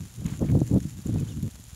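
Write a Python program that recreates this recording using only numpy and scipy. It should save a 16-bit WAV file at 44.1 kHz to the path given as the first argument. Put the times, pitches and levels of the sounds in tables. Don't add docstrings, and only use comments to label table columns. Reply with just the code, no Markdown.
import sys
import numpy as np
from scipy import signal
from scipy.fft import rfft, irfft, next_fast_len
from scipy.io import wavfile
from scipy.ndimage import uniform_filter1d, map_coordinates

SR = 44100
rng = np.random.default_rng(int(sys.argv[2]) if len(sys.argv) > 2 else 0)


def store_pcm(level_fs):
    pcm = np.round(np.clip(level_fs, -1, 1) * 32767).astype(np.int16)
    wavfile.write(sys.argv[1], SR, np.atleast_2d(pcm).T)


N = 77175

# frequency in Hz, gain in dB.
TWIG_SPECTRUM = [(300, -5), (1500, -6.5), (3500, -6.5), (5200, -10), (6300, -0.5), (7200, 8), (8150, -11),
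                 (9000, -1), (11500, -6.5), (13500, -9), (15600, -27)]


def amp(db):
    return 10 ** (np.asarray(db) / 20)


def unit_rms(x):
    return x / np.sqrt(np.mean(x ** 2) + 1e-20)


def time_s():
    return np.arange(N) / SR


def wobble(knots_per_s):
    return map_coordinates(rng.standard_normal(2000), [time_s() * knots_per_s + 2], mode="wrap")


def colour(x, spectrum):
    size = 2 * next_fast_len(N)
    hz, db = np.transpose(spectrum)
    gain = amp(np.interp(np.log(np.fft.rfftfreq(size, 1 / SR) + 1), np.log(hz), db))
    cepstrum = irfft(np.log(unit_rms(gain)))
    cepstrum[1:size // 2] *= 2
    cepstrum[size // 2 + 1:] = 0
    return irfft(rfft(x, size) * np.exp(rfft(cepstrum)), size)[:N]


def noise(spectrum):
    return unit_rms(colour(rng.standard_normal(N), spectrum))


def turbulence(spectrum, evenness):
    x = noise(spectrum)
    power = uniform_filter1d(np.abs(signal.hilbert(x)) ** 2, size=800)
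    return unit_rms(x / (np.abs(power) + 1e-6) ** (evenness / 2))


def ticks(per_s, spread_db):
    size = amp(spread_db * np.clip(rng.standard_normal(N), -2, 2))
    return unit_rms((rng.random(N) < per_s / SR) * size * rng.choice([-1, 1], N))


def swells(rows):
    return np.sqrt(sum(amp(2 * db) * np.exp(-(2 * (time_s() - centre_s) / length_s) ** 2)
                       for centre_s, length_s, db in rows))


def wind(strong_db=-20):
    # time in seconds, wind level in dB.
    wind_levels = [(0, -31.5), (0.064, -39.5), (.11, -52.5), (.16, -47), (0.188, -32.5), (.24, -33.5),
                   (0.255, -26), (0.286, -34.5), (0.382, -36), (0.424, -21.5), (0.477, -28.5), (0.498, -21),
                   (0.568, -18.5), (0.603, -26), (0.617, -18.5), (.65, -33), (0.705, -33.5), (0.714, -21),
                   (0.773, -18.5), (.783, -20.5), (0.793, -35.5), (0.858, -29.5), (.9, -41), (.985, -37),
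                   (1.051, -47), (1.059, -28), (1.075, -33), (1.091, -20.5), (1.118, -29.5), (1.151, -22),
                   (1.19, -28), (1.233, -23), (1.245, -35.5), (1.352, -33.5), (1.382, -28), (1.425, -38),
                   (1.433, -27.5), (1.452, -27), (1.487, -30), (1.502, -54), (1.6, -46), (1.705, -68),
                   (1.75, -66)]
    # centre in seconds, length in seconds, relative level in dB.
    gusts = [(.275, 0.085, -52), (.424, 0.028, -31.5), (.5, 0.021, -43), (.552, 0.0048, -30),
             (.58, 0.028, -37.5), (.618, 0.006, -31), (.725, 0.038, -40), (.758, 0.035, -30.5),
             (1.063, 0.016, -42), (1.16, 0.072, -47), (1.3, 0.063, -53)]
    # frequency in Hz, gain in dB.
    buffet_spectrum = [(20, -33.5), (45, -14), (75, -2.5), (125, 4), (190, -7.5), (280, -18.5), (400, -36),
                       (600, -60.5), (1200, -66)]
    flutter_spectrum = [(60, -27), (130, -1), (180, 0.5), (290, -2.5), (390, -15), (600, -30), (1200, -59)]
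    eddy_spectrum = [(100, -31.5), (250, 4), (480, -1), (700, -13.5), (1000, -25), (1500, -32.5),
                     (3000, -62)]
    over_db = np.interp(time_s(), *np.transpose(wind_levels)) - strong_db
    buffet = amp(strong_db - 2 + over_db) * turbulence(buffet_spectrum, evenness=0.52)
    flutter = amp(strong_db - 4.5 + 1.48 * over_db) * turbulence(flutter_spectrum, evenness=0.69)
    eddy_level = np.hypot(amp(strong_db - 25 + 2.5 * over_db), amp(2) * swells(gusts))
    return buffet + flutter + eddy_level * turbulence(eddy_spectrum, evenness=0.83)


def eddy_pops():
    # centre in seconds, half-width in ms, peak before filtering in dB.
    eddies = [(0.22, 1, -28.5), (0.2578, 2.8, -18.5), (0.324, 1.9, -23.5), (0.4248, 0.92, -13.5),
              (0.45, 1, -21), (0.524, 0.89, -19.5), (.554, 0.9, -11), (.617, 0.97, -13), (0.712, 1.4, -18),
              (.763, 1.02, -10.5), (0.854, 1.55, -23.5), (0.991, 1.36, -31.5), (1.062, 1.4, -24),
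              (1.094, 1.22, -18), (1.161, 0.8, -20.5), (1.431, 2, -20), (1.543, 2.9, -37),
              (1.598, 1.3, -40.5), (1.68, 4.3, -37), (1.731, 4.3, -31.5)]
    # frequency in Hz, gain in dB.
    pop_spectrum = [(20, -54), (50, -8), (100, -3), (200, 3), (300, -2.5), (400, -11.5), (700, -5),
                    (2000, -6.5)]
    pressure = np.zeros(N)
    for centre_s, half_width_ms, db in eddies:
        offset = (time_s() - centre_s) * 1000 / half_width_ms
        pulse = offset / (1 + offset ** 2) ** 2
        pressure += amp(db) * pulse / np.abs(pulse).max()
    return unit_rms(colour(pressure, pop_spectrum)) * pressure.std()


def swarm():
    # frequency in Hz, gain in dB.
    far_spectrum = [(100, -4), (500, -0.5), (1000, 0), (2000, -6), (3300, 0), (5000, -5), (6200, 0.5),
                    (7250, 3), (8150, -9.5), (9000, -3), (11500, -1.5), (13500, -11), (15600, -22)]
    near_spectrum = [(300, -24), (1500, -2), (3500, -5.5), (5200, -5.5), (6300, 0), (7250, 7), (8150, -14),
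                     (9000, -1.5), (11500, -7.5), (13500, -17), (15600, -11)]
    # centre in seconds, length in seconds, relative level in dB.
    rustles = [(.06, 0.064, -52.5), (.155, 0.014, -51.5), (.32, 0.07, -48.5), (.675, 0.048, -50),
               (.807, 0.011, -47), (.837, 0.021, -49), (.885, 0.065, -50.5), (1.0, 0.041, -54),
               (1.07, 0.035, -52), (1.196, 0.032, -47), (1.29, 0.054, -51.5), (1.34, 0.05, -53.5),
               (1.7, 0.013, -48)]
    hiss = amp(-57 + 0.067 * wobble(17)) * noise(far_spectrum)
    legs = unit_rms(ticks(per_s=1500, spread_db=6.5) * amp(2 * np.tanh(wobble(69.44))))
    bursts = swells(rustles) * unit_rms(ticks(per_s=4000, spread_db=10) * amp(2.7 * wobble(220)))
    return hiss + colour(amp(-59.5) * legs + amp(-2.5) * bursts, near_spectrum)


def landing_snaps(t60_s=0.0057, treble_hz=8300):
    # start in seconds, relative level in dB, treble gain in dB.
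    landings = [(0.1402, -28.5, 5), (0.1613, -34.5, 10), (0.2643, -16.5, -12), (.3047, -39, -10),
                (0.374, -28.5, 4), (0.3933, -25, -7), (0.5152, -24, -9), (0.604, -23.5, -26),
                (0.667, -26, -4), (0.68, -32, 2), (0.742, -35.5, 11.5), (.829, -30, -5),
                (0.8401, -26.5, -10), (0.91, -32, -7), (1.0022, -29, -6), (1.0659, -33, 10.5),
                (1.0719, -26, -7), (1.141, -27, -1), (1.2028, -35, 13), (1.2875, -30.5, -5),
                (1.427, -27, 6), (1.431, -31.5, 8), (1.51, -33, 5.5), (1.64, -33, 7)]
    out = np.zeros(N)
    t = np.arange(SR // 50) / SR
    highpass = signal.butter(2, treble_hz, "high", fs=SR, output="sos")
    for start_s, db, treble_db in landings:
        crack = rng.standard_normal(len(t)) * amp(-60 * t / t60_s)
        crack += (amp(treble_db) - 1) * signal.sosfiltfilt(highpass, crack, padtype=None)
        out[round(start_s * SR):][:len(t)] += amp(db - 10) * crack
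    return colour(out, TWIG_SPECTRUM)


def wings(fliers=4, mid_beat_hz=21.36, stroke_decay_s=0.0028):
    # frequency in Hz, gain in dB.
    wing_spectrum = [(500, -1), (2000, -19.5), (3600, -1), (5000, -1), (6300, -0.5), (7200, -6), (8150, 3),
                     (9000, -4), (11500, -0.5), (13500, -11), (15600, -8.5)]
    strokes = np.zeros(N)
    for pace, start_cycles in rng.random((fliers, 2)):
        beat_hz = mid_beat_hz * (1 + 0.44 * (pace - 0.5))
        cycles = start_cycles + np.cumsum(beat_hz * (1 + 0.065 * wobble(8.7))) / SR
        age_s = cycles % 1 / beat_hz
        strokes += amp(1.6 * wobble(6.46)) * np.exp(-age_s / stroke_decay_s)
    return amp(-61) * unit_rms(colour(strokes * ticks(per_s=8200, spread_db=7.5), wing_spectrum))


def stalk_crackle(t60_s=0.00061):
    t = np.arange(SR // 200) / SR
    rings = rng.standard_normal((2, len(t))) * amp(-60 * t / t60_s)
    hits = sum(np.convolve(ticks(per_s=35, spread_db=5.5), ring)[:N] for ring in rings)
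    return amp(-63) * unit_rms(colour(hits, TWIG_SPECTRUM))


def grit_crunches(attack_s=0.0012, t60_s=0.026):
    # start in seconds, relative level in dB, centre in Hz.
    crunches = [(0.255, -41, 2700), (.263, -39.5, 2700), (0.28, -41, 2600), (0.294, -39, 2600),
                (.316, -48, 2730), (0.337, -40.5, 2140), (.438, -41, 2050), (.4875, -37, 2150),
                (.497, -38.5, 2050), (0.499, -40, 2270)]
    # multiple of the centre frequency, gain in dB.
    pebble_spectrum = [(.2, -1), (.55, -6), (1, 0), (1.3, -6), (1.8, -25), (5, -23)]
    out = np.zeros(N)
    for start_s, db, centre_hz in crunches:
        age_s = np.maximum(time_s() - start_s, 0)
        envelope = (1 - np.exp(-age_s / attack_s)) * amp(-60 * age_s / t60_s)
        spectrum = [(ratio * centre_hz, gain_db) for ratio, gain_db in pebble_spectrum]
        out += amp(db) * envelope * noise(spectrum)
    return out


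def grit_scuffs():
    # centre in seconds, length in seconds, level in dB, centre in Hz.
    scuffs = [(0.305, 0.084, -53, 1980), (0.467, 0.043, -56, 2140), (1.185, 0.18, -57.5, 2000)]
    # multiple of the centre frequency, gain in dB.
    grit_spectrum = [(.15, -21), (.4, 5), (.8, 2.5), (1.25, -3.5), (1.8, 0.5), (3, -16), (6, -43)]
    out = np.zeros(N)
    for centre_s, length_s, db, centre_hz in scuffs:
        spectrum = [(ratio * centre_hz, gain_db) for ratio, gain_db in grit_spectrum]
        grains = colour(ticks(per_s=5400, spread_db=8), spectrum)
        out += swells([(centre_s, length_s, db)]) * unit_rms(grains)
    return out


def bird(pitch_jitter=0.0218, waver_db=0.5):
    # time in seconds, pitch in Hz, level in dB, relative octave level in dB.
    notes = [
        [(1.183, 2740, -54, -16), (1.191, 2520, -50.5, -16), (1.21, 2650, -74, -16)],
        [(1.278, 2926, -58, -11), (1.286, 3170, -51, -14), (1.294, 3637, -56, -14), (1.301, 3740, -55, -14),
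         (1.313, 2880, -56, -13), (1.323, 2840, -53.5, -1), (1.342, 2680, -66, -8)],
    ]
    out, t = np.zeros(N), time_s()
    for note in notes:
        knots_s, hz, db, octave_db = np.transpose(note)
        glide_hz = uniform_filter1d(np.interp(t, knots_s, hz), size=200)
        phase = 2 * np.pi * np.cumsum(glide_hz * (1 + pitch_jitter * wobble(500))) / SR
        gate = (t > knots_s[0]) * (t < knots_s[-1])
        envelope = uniform_filter1d(amp(np.interp(t, knots_s, db)) * gate, size=150)
        octave = amp(np.interp(t, knots_s, octave_db)) * np.sin(2 * phase)
        out += envelope * amp(waver_db * wobble(150)) * (np.sin(phase) + octave)
    return out


def scrub_scatter(x, echo_db=-9.5, t60_s=0.1):
    t = np.arange(SR // 4) / SR
    tail = rng.standard_normal(len(t)) * amp(-60 * t / t60_s)
    return x + amp(echo_db) * signal.fftconvolve(x, tail / np.linalg.norm(tail))[:N]


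def air_rumble():
    # frequency in Hz, gain in dB.
    rumble_spectrum = [(20, -33), (70, 2.5), (110, -5), (170, -22), (300, -25), (800, -50.5)]
    return amp(-51.5) * turbulence(rumble_spectrum, evenness=0.17)


def scene():
    locusts = swarm() + wings() + stalk_crackle() + landing_snaps()
    air = wind() + eddy_pops() + air_rumble()
    grit = grit_scuffs() + grit_crunches()
    return (air + locusts + grit + scrub_scatter(bird()))[None]


def record(dry):
    top_hz = 15750
    size = next_fast_len(N + SR // 2)
    passband = np.fft.rfftfreq(size, 1 / SR) < top_hz
    return irfft(rfft(dry, size) * passband, size)[..., :N]


dry = scene()
out = record(dry)
store_pcm(out)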